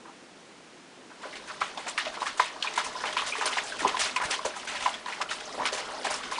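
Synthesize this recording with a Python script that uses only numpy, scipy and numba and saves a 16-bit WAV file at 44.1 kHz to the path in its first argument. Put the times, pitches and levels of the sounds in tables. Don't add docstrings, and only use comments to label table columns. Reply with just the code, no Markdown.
import sys
import numpy as np
from scipy import signal
from scipy.fft import rfft, irfft, next_fast_len
from scipy.io import wavfile
from scipy.ndimage import uniform_filter1d
from numba import njit

SR = 44100
rng = np.random.default_rng(int(sys.argv[2]) if len(sys.argv) > 2 else 0)


def materialize(psi):
    bounded = np.clip(np.atleast_2d(psi).T, -1, 1)
    quanta = np.round(bounded * 32767).astype(np.int16)
    wavfile.write(sys.argv[1], SR, quanta)


N = 281799


def undb(db):
    return 10 ** (np.asarray(db) / 20)


def unit(x):
    return x / np.sqrt(np.mean(x ** 2))


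def add(out, start_s, x):
    i = int(start_s * SR)
    out[i:i + len(x)] += x[:N - i]


def on_log(table, hz):
    knots_hz, values = np.transpose(table)
    return np.interp(np.log(np.maximum(hz, 1)), np.log(knots_hz), values)


def colour(x, table):
    size = next_fast_len(len(x))
    gain = undb(on_log(table, np.arange(size // 2 + 1) * SR / size))
    return unit(irfft(rfft(x, size) * gain, size)[:len(x)])


def band(x, hz, width_hz):
    return signal.lfilter(*signal.iirpeak(hz, hz / width_hz, SR), x)


def walk(rate_hz):
    step = int(SR / rate_hz)
    held = np.repeat(rng.standard_normal(N // step + 1), step)
    return uniform_filter1d(held, step // 2 + 1)[:N]


def burst(noise, hz, spread, rise_s, decay_s, hold=0.84):
    t = np.arange(len(noise)) / SR
    hz = np.clip(hz, 40, 9000)
    filtered = band(band(noise, hz, spread * hz), hz, spread * hz)
    rise = 1 - np.exp(-t / max(rise_s, .0003))
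    envelope = rise * np.exp(-np.log(1000) * (t / max(decay_s, .005)) ** hold)
    return unit(filtered * envelope) * np.sqrt(np.mean(envelope ** 2))


def puffs(rows, spread):
    out = np.zeros(N)
    for start_s, db, hz, rise_s, decay_s in rows:
        add(out, start_s, undb(db) * burst(rng.standard_normal(SR // 4), hz, spread, rise_s, decay_s))
    return out


@njit
def bubbles(start, hz, cycles, gain, swell_s, glide):
    out = np.zeros(N)
    for k in range(len(start)):
        length, lead = cycles[k] * SR / hz[k], swell_s[k] * SR
        phase = 0.
        for i in range(min(int(length + lead), N - start[k])):
            age = max(i - lead, 0.) / length
            phase += 2 * np.pi * hz[k] / SR * (1 + glide * age)
            envelope = min(i / lead, 1.) ** 2 * np.exp(-age - 5 * age ** 2)
            out[start[k] + i] += gain[k] * envelope * np.sin(phase)
    return out


def ring(time_s, db, hz, cycles, swell_s, glide):
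    start = ((time_s - swell_s / 2) * SR).astype(np.int64)
    return bubbles(start, hz, np.maximum(cycles, 2), undb(db), np.full(len(start), swell_s), glide)


def hum_and_hiss():
    # frequency in Hz, relative density in dB.
    spectrum = [(30, -28.5), (100, -20.5), (170, -7.5), (230, -4), (350, -3), (480, -7), (900, -10.5),
                (2500, -14.5), (6500, -21.5), (10000, -28)]
    steady = colour(rng.standard_normal(N), spectrum)
    waver = (undb(1.4 * walk(rate_hz=8.9)) - 1) * band(steady, 450, width_hz=250)
    return undb(-50.5) * (steady + waver)


def room(x):
    # frequency in Hz, time to fall 60 dB in seconds.
    t60 = [(200, 0.065), (800, 0.32), (2000, 0.11), (6000, 0.077)]
    t = np.arange(SR // 2) / SR
    tail = np.zeros(len(t))
    for hz in 150 * 2 ** np.arange(7):
        decay = np.exp(-np.log(1000) * t / on_log(t60, hz))
        tail += band(rng.standard_normal(len(t)), hz, 0.8 * hz) * decay
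    tail *= 1 - np.exp(-t / 0.012)
    return signal.fftconvolve(x, tail / np.sqrt(np.sum(tail ** 2)))[:N]


def basin(x):
    # centre in Hz, width in Hz, gain in dB.
    modes = [(256.6, 16, 11), (414, 54, 0.5), (615, 29, -2), (799, 15, -7), (1004, 29, -3)]
    return sum(undb(db) * band(x, hz, width_hz) for hz, width_hz, db in modes)


def bumps():
    # start in seconds, level in dB.
    thuds = [(1.622, -46), (3.853, -36), (4.251, -33.5), (4.453, -41), (5.6, -41), (6.059, -48),
             (6.109, -39)]
    hz, rise_s, decay_s = 60, 0.0011, 0.056
    return puffs([(start_s, db, hz, rise_s, decay_s) for start_s, db in thuds], spread=4.0)


def droplets(rough_db, clump_db):
    out = np.zeros(N)
    for k, hz in enumerate(700 * 1.2 ** np.arange(16)):
        grains = rng.standard_normal(N) * undb(rough_db * walk(400) + clump_db * walk(55))
        out += 0.99 ** k * unit(band(grains, hz, 0.16 * hz))
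    return unit(out)


def fizz():
    # frequency in Hz, relative gain in dB.
    spectrum = [(500, -33), (1500, -15), (3000, 6.5), (5000, 7), (7000, 2), (10000, -0.5)]
    return colour(droplets(rough_db=2.5, clump_db=4.6), spectrum)


def slosh(count=14000):
    # bubble pitch in Hz, relative level in dB.
    pitch_levels = [(150, -30), (300, -12), (600, 5.5), (1100, 12), (2000, 11.5), (4000, -2), (9000, -25)]
    when, pitch, strength, length = rng.random((count, 4)).T
    hz = 200 * 40 ** pitch
    gain = undb(on_log(pitch_levels, hz) + 14 * strength)
    start = (when * N).astype(np.int64)
    crowd = bubbles(start, hz, cycles=4.6 + 22 * length, gain=gain, swell_s=1.79 / hz, glide=0.12)
    wobble = band(rng.standard_normal(N), 50, width_hz=110) * undb(3.0 * walk(14))
    return unit(crowd) + undb(-19.5) * unit(wobble)


def churn():
    # time in seconds, gain in dB ahead of the fade-in.
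    contour = [(1.0, -49), (1.25, -37.5), (1.6, -41), (2.1, -43), (2.5, -47.5), (2.8, -44), (3.1, -42),
               (3.45, -44), (3.8, -42.5), (4.05, -41.5), (4.15, -51), (4.3, -36.5), (4.5, -50), (4.75, -42),
               (5.05, -51.5), (5.6, -42.5), (6.39, -43.5)]
    t = np.arange(N) / SR
    gain = undb(np.interp(t, *np.transpose(contour)))
    fade_in = np.clip((t - .9) / 1.92, 0, 1)
    return gain * fade_in * (undb(-2) * fizz() + slosh())


def gulps(decay_s=0.13):
    # start in seconds, level in dB, centre in Hz, rise in seconds.
    pulls = [(3.436, -34, 433, .025), (3.815, -23.5, 340, 0.021), (3.85, -23, 443, 0.009),
             (4.098, -36, 259, 0.025), (4.449, -23, 570, 0.0038), (4.461, -38.5, 426, 0.0033),
             (5.602, -28, 450, 0.025), (5.65, -35, 293, 0.027)]
    return puffs([(*row, decay_s) for row in pulls], spread=1.0)


def ticks(rise_s=.0003):
    # start in seconds, level in dB, centre in Hz, decay in seconds.
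    hits = [(1.62, -24.5, 2300, .035), (1.7742, -30.5, 3400, 0.044), (1.9776, -13.5, 2410, .012),
            (2.3976, -9, 1690, .012), (2.268, -26, 1500, .015), (2.625, -16.5, 3470, 0.015),
            (3.039, -18, 1500, 0.013), (3.089, -20, 1500, 0.012), (3.1675, -17, 2080, 0.0085),
            (3.411, -17, 1500, 0.0082), (3.457, -21, 5400, .015), (3.574, -19, 1900, .009),
            (4.163, -13, 2050, 0.011), (4.201, -19, 1200, .014), (4.393, -30, 1200, .014),
            (4.45, -25, 1100, .011), (4.862, -23.5, 2000, .04), (5.06, -29, 3800, 0.017),
            (5.654, -13, 2520, 0.011), (6.053, -25, 1900, .015)]
    return puffs([(start_s, db, hz, rise_s, decay_s) for start_s, db, hz, decay_s in hits], spread=.55)


def plinks():
    # time in seconds, level in dB, pitch in Hz, ring length in cycles.
    pairs = [(0.5, -52, 1650, 20), (2.067, -27.5, 648, 12), (2.075, -34, 2540, 45),
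             (2.626, -25.5, 4280, 22), (2.672, -21, 2430, 22), (2.953, -30.5, 1010, 21),
             (3.005, -33, 1630, 20), (3.126, -31, 3200, 25), (3.323, -22.5, 2390, 30),
             (3.335, -26.5, 2500, 27), (3.384, -38.5, 440, 12), (3.722, -26.5, 1554, 18),
             (3.944, -23.5, 1030, 18), (4.164, -24, 1007, 18), (4.163, -18.5, 2390, 15),
             (4.391, -27, 1060, 15), (4.94, -27.5, 3300, 20), (5.061, -33.5, 1740, 12),
             (5.083, -33, 1850, 18), (5.132, -32, 2250, 18), (5.17, -35, 1600, 14), (5.259, -33, 1360, 14),
             (5.29, -31, 3040, 20), (5.787, -36, 1000, 10), (5.948, -36, 720, 8), (5.979, -30.5, 863, 12)]
    time_s, db, hz, cycles = np.transpose(pairs)
    glide, splash_rise_s, splash_decay_s = 0.068, .003, .18
    splash = puffs([(*row[:3], splash_rise_s, splash_decay_s) for row in pairs], spread=0.48)
    first = ring(time_s, db, hz, cycles, swell_s=0.00276, glide=glide)
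    twin = ring(time_s + 0.0053, db - 9, hz, cycles, swell_s=0.0092, glide=glide)
    return undb(-11) * splash + first + twin


def sprays():
    # start in seconds, level in dB, decay in seconds, mist relative to drops in dB,
    # drop pitch shift in octaves, rise in seconds.
    sheets = [(1.215, -47, 0.41, -9, -0.11, .005), (1.354, -40, 0.084, -9, 0.066, .003),
              (1.473, -40, .11, -11, 0.065, .003), (1.603, -36, .28, -11, 0, .005),
              (1.776, -43, 0.25, -16, 0.24, .003), (1.866, -33, .07, -10, -0.45, .003),
              (1.878, -35, 0.1, 3, 0.34, .008), (1.978, -25.5, 0.085, -8, -0.062, 0.0027),
              (2.006, -38, 0.18, -18, -0.04, 0.0046), (2.048, -36, 0.14, -20, -0.13, 0.0037),
              (2.139, -38, .091, -14.5, -0.044, .003), (2.199, -38, .3, -4, -0.019, 0.0042),
              (2.263, -35, 0.17, -15, 0.031, .004), (2.373, -45, 0.075, 8, .5, .003),
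              (2.392, -31.5, 0.29, -8.5, -0.015, 0.0042), (2.624, -33.5, 0.21, -15, .1, .006),
              (2.735, -43.5, 0.046, 10, 0, .003), (2.756, -34, 0.067, -1.5, 0.12, .003),
              (2.774, -26.5, .14, -12, -0.091, .004), (2.84, -42.5, .19, 7.5, 0, .004),
              (3.002, -47.5, .15, 4.5, 0, .004), (3.049, -33, .22, -21, 0, .005),
              (3.127, -40, .038, -1, .3, .003), (3.166, -29, .24, -17, -0.094, .003),
              (3.261, -37.5, 0.21, 2, 0.46, 0.0055), (3.35, -36, 0.39, -9, -0.12, .005),
              (3.411, -34.5, .11, -10, -.2, .003), (3.455, -32, 0.17, 1.5, 0.27, 0.0018),
              (3.511, -35.5, 0.38, -17, .2, .007), (3.569, -30, .07, -21, -0.067, .007),
              (3.655, -51.5, .3, 11.5, 0.058, .005), (3.787, -34.5, 0.26, -3.5, 0.035, .005),
              (3.87, -30, 0.15, -6, -0.041, 0.0044), (3.964, -29.5, 0.071, -27, 0.045, .003),
              (3.99, -24.5, 0.16, -8.5, 0.51, .007), (4.028, -36.5, 0.38, -1.5, 0.11, .005),
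              (4.159, -33.5, 0.1, 1.5, -0.17, .002), (4.213, -32, 0.065, -8, -.3, .003),
              (4.235, -32, 0.12, -1, -0.12, .006), (4.303, -27, 0.15, -8, 0.38, 0.0052),
              (4.335, -38.5, 0.094, -8, 0.12, .004), (4.446, -37.5, .25, 2.5, 0.05, .003),
              (4.553, -44, .3, 2, -0.06, .005), (4.649, -44, .038, 3, 0, .003),
              (4.671, -35, 0.33, -6.5, 0, 0.0045), (4.75, -36.5, .088, -23, 0.077, .003),
              (4.803, -40.5, .075, -1, .2, .003), (4.819, -35, 0.45, -3, -0.19, .006),
              (4.939, -49, .046, 7, 0, .003), (5.062, -41.5, 0.52, -6, -0.034, 0.0065),
              (5.212, -29.5, 0.057, -17, 0.11, .003), (5.29, -38, 0.062, -15, 0, .003),
              (5.304, -38, 0.23, 2.5, 0.2, .004), (5.403, -39, 0.041, -5, .5, .003),
              (5.654, -25, .1, -11, -0.085, .002), (5.72, -35.5, 0.29, 0.5, 0.06, 0.0045),
              (5.774, -41, .12, 2, 0, .006), (6.042, -32.5, 0.17, 0, -0.26, .004),
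              (6.101, -36, 0.3, 2.5, 0.034, .004), (6.23, -37, 0.072, -15, -.2, .002),
              (6.31, -35.5, 0.27, -3.5, 0.018, 0.0054)]
    coarse_hz, coarse_spread, mist_hz, mist_spread = 2590, 1.82, 6140, 1.43
    out = np.zeros(N)
    drops = droplets(rough_db=4, clump_db=3.5)
    for start_s, db, decay_s, mist_db, octaves, rise_s in sheets:
        grains = drops[int(start_s * SR):][:SR // 3]
        coarse = burst(grains, coarse_hz * 2 ** octaves, coarse_spread, rise_s, decay_s, hold=1.7)
        mist = burst(grains, mist_hz, mist_spread, rise_s, 0.59 * decay_s, hold=1.7)
        add(out, start_s, undb(db) * (coarse + undb(mist_db) * mist))
    return out


def plops(pinch_off_s=0.00709, trail_count=9):
    # time in seconds, level in dB, pitch in Hz, froth relative to the ring in dB.
    pockets = [(0.054, -47, 1035, 6), (0.082, -46, 990, 6), (1.104, -49.5, 1190, 9),
               (1.232, -42, 1130, 10.5), (1.254, -36.5, 610, 2.5), (1.328, -37, 2045, 3),
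               (1.497, -35, 1210, 6), (1.616, -15.5, 1220, 0.5), (1.774, -35.5, 855, 6.5),
               (1.866, -38, 750, 7.5), (1.978, -23, 1340, 0.5), (2.172, -32.5, 950, 3.5),
               (2.217, -19.5, 955, -1.5), (2.227, -26.5, 1106, -4), (2.267, -25, 1136, -3),
               (2.398, -12, 1063, 1), (2.56, -37.5, 970, 0), (2.625, -18.5, 2970, -12),
               (2.645, -28, 1020, 3.5), (2.778, -15.5, 976, 0), (2.862, -34.5, 986, 5.5),
               (3.038, -27.5, 980, 5.5), (3.059, -30, 796, 5.5), (3.167, -18, 1050, -5),
               (3.192, -23, 1153, -8), (3.221, -24.5, 1110, -11), (3.352, -29.5, 1115, -1),
               (3.411, -23, 1033, 1), (3.424, -21, 892, -1.5), (3.459, -32, 664, 3), (3.494, -27, 1080, 0),
               (3.524, -32, 1000, 4.5), (3.57, -25.5, 935, 4.5), (3.583, -18, 1990, -0.5),
               (3.793, -32, 2590, -6), (3.829, -27.5, 966, 0), (3.84, -28, 1080, -15),
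               (3.848, -11, 960, -10), (3.856, -17.5, 1007, -3), (3.866, -33, 1790, 0),
               (3.888, -26, 1120, -3), (3.968, -25.5, 932, -3), (4.16, -26, 1100, -10),
               (4.201, -28, 1120, -1), (4.213, -23, 1130, 2.5), (4.22, -24, 945, 1.5),
               (4.237, -24, 1595, -4), (4.304, -27, 1360, -5), (4.45, -24.5, 950, -1), (4.495, -42, 940, 2),
               (4.537, -34, 1680, -3), (4.564, -31, 1000, -1), (4.674, -30, 1570, -6),
               (4.861, -14.5, 977, 1), (4.879, -23.5, 772, -6), (5.061, -26.5, 995, -9),
               (5.085, -36.5, 990, 6), (5.124, -29, 2040, 2.5), (5.203, -36.5, 860, 9),
               (5.212, -20, 1176, 0.5), (5.312, -26, 1403, 2), (5.541, -37.5, 465, 3), (5.578, -34, 670, 8),
               (5.596, -29.5, 910, 7), (5.603, -23, 977, -6), (5.619, -28.5, 1000, 5),
               (5.63, -28, 1850, -5), (5.655, -23, 975, -3), (5.725, -38.5, 590, 10),
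               (5.795, -36.5, 605, 0), (5.85, -40, 1120, 3), (5.883, -40, 1040, 9.5),
               (5.911, -33.5, 1145, 1.5), (5.935, -39.5, 780, 4), (5.995, -38, 487, 1.5),
               (6.049, -25, 857, 3.5), (6.068, -26.5, 652, -1.5), (6.068, -26, 1755, 0),
               (6.104, -29, 830, 4), (6.139, -29.5, 1030, 0), (6.321, -27, 1020, 2), (6.382, -22, 977, -5)]
    time_s, db, hz, froth_db = np.transpose(pockets)
    force_db = db + 33
    decay_s = 0.12 - 0.0034 * force_db
    out = ring(time_s, db, hz, cycles=5.3 - 0.13 * force_db, swell_s=pinch_off_s, glide=0.078)
    late, pitch, length = rng.random((len(pockets), trail_count, 3)).T
    trail_s = time_s + 0.003997 + .5 * late * decay_s
    trail_db = db + froth_db - 9 - 30 * late
    trail_hz = hz * 2 ** (pitch - .4)
    out += ring(trail_s.ravel(), trail_db.ravel(), trail_hz.ravel(),
                cycles=4 + 9 * length.ravel(), swell_s=.002, glide=.15)
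    for k in range(len(pockets)):
        noise = rng.standard_normal(SR // 4)
        froth = burst(noise, hz[k], spread=0.83, rise_s=pinch_off_s, decay_s=decay_s[k])
        add(out, time_s[k] - pinch_off_s / 2, undb(db[k] + froth_db[k]) * froth)
    return out


def scene():
    water = churn() + ticks() + plops() + plinks() + sprays() + gulps()
    sink = water + basin(water)
    return (sink + undb(-19.5) * room(sink) + bumps() + hum_and_hiss())[None]


def record(dry):
    cutoff_hz = 10150
    return signal.sosfilt(signal.ellip(10, .2, 90, cutoff_hz, fs=SR, output="sos"), dry)


dry = scene()
out = record(dry)
materialize(out)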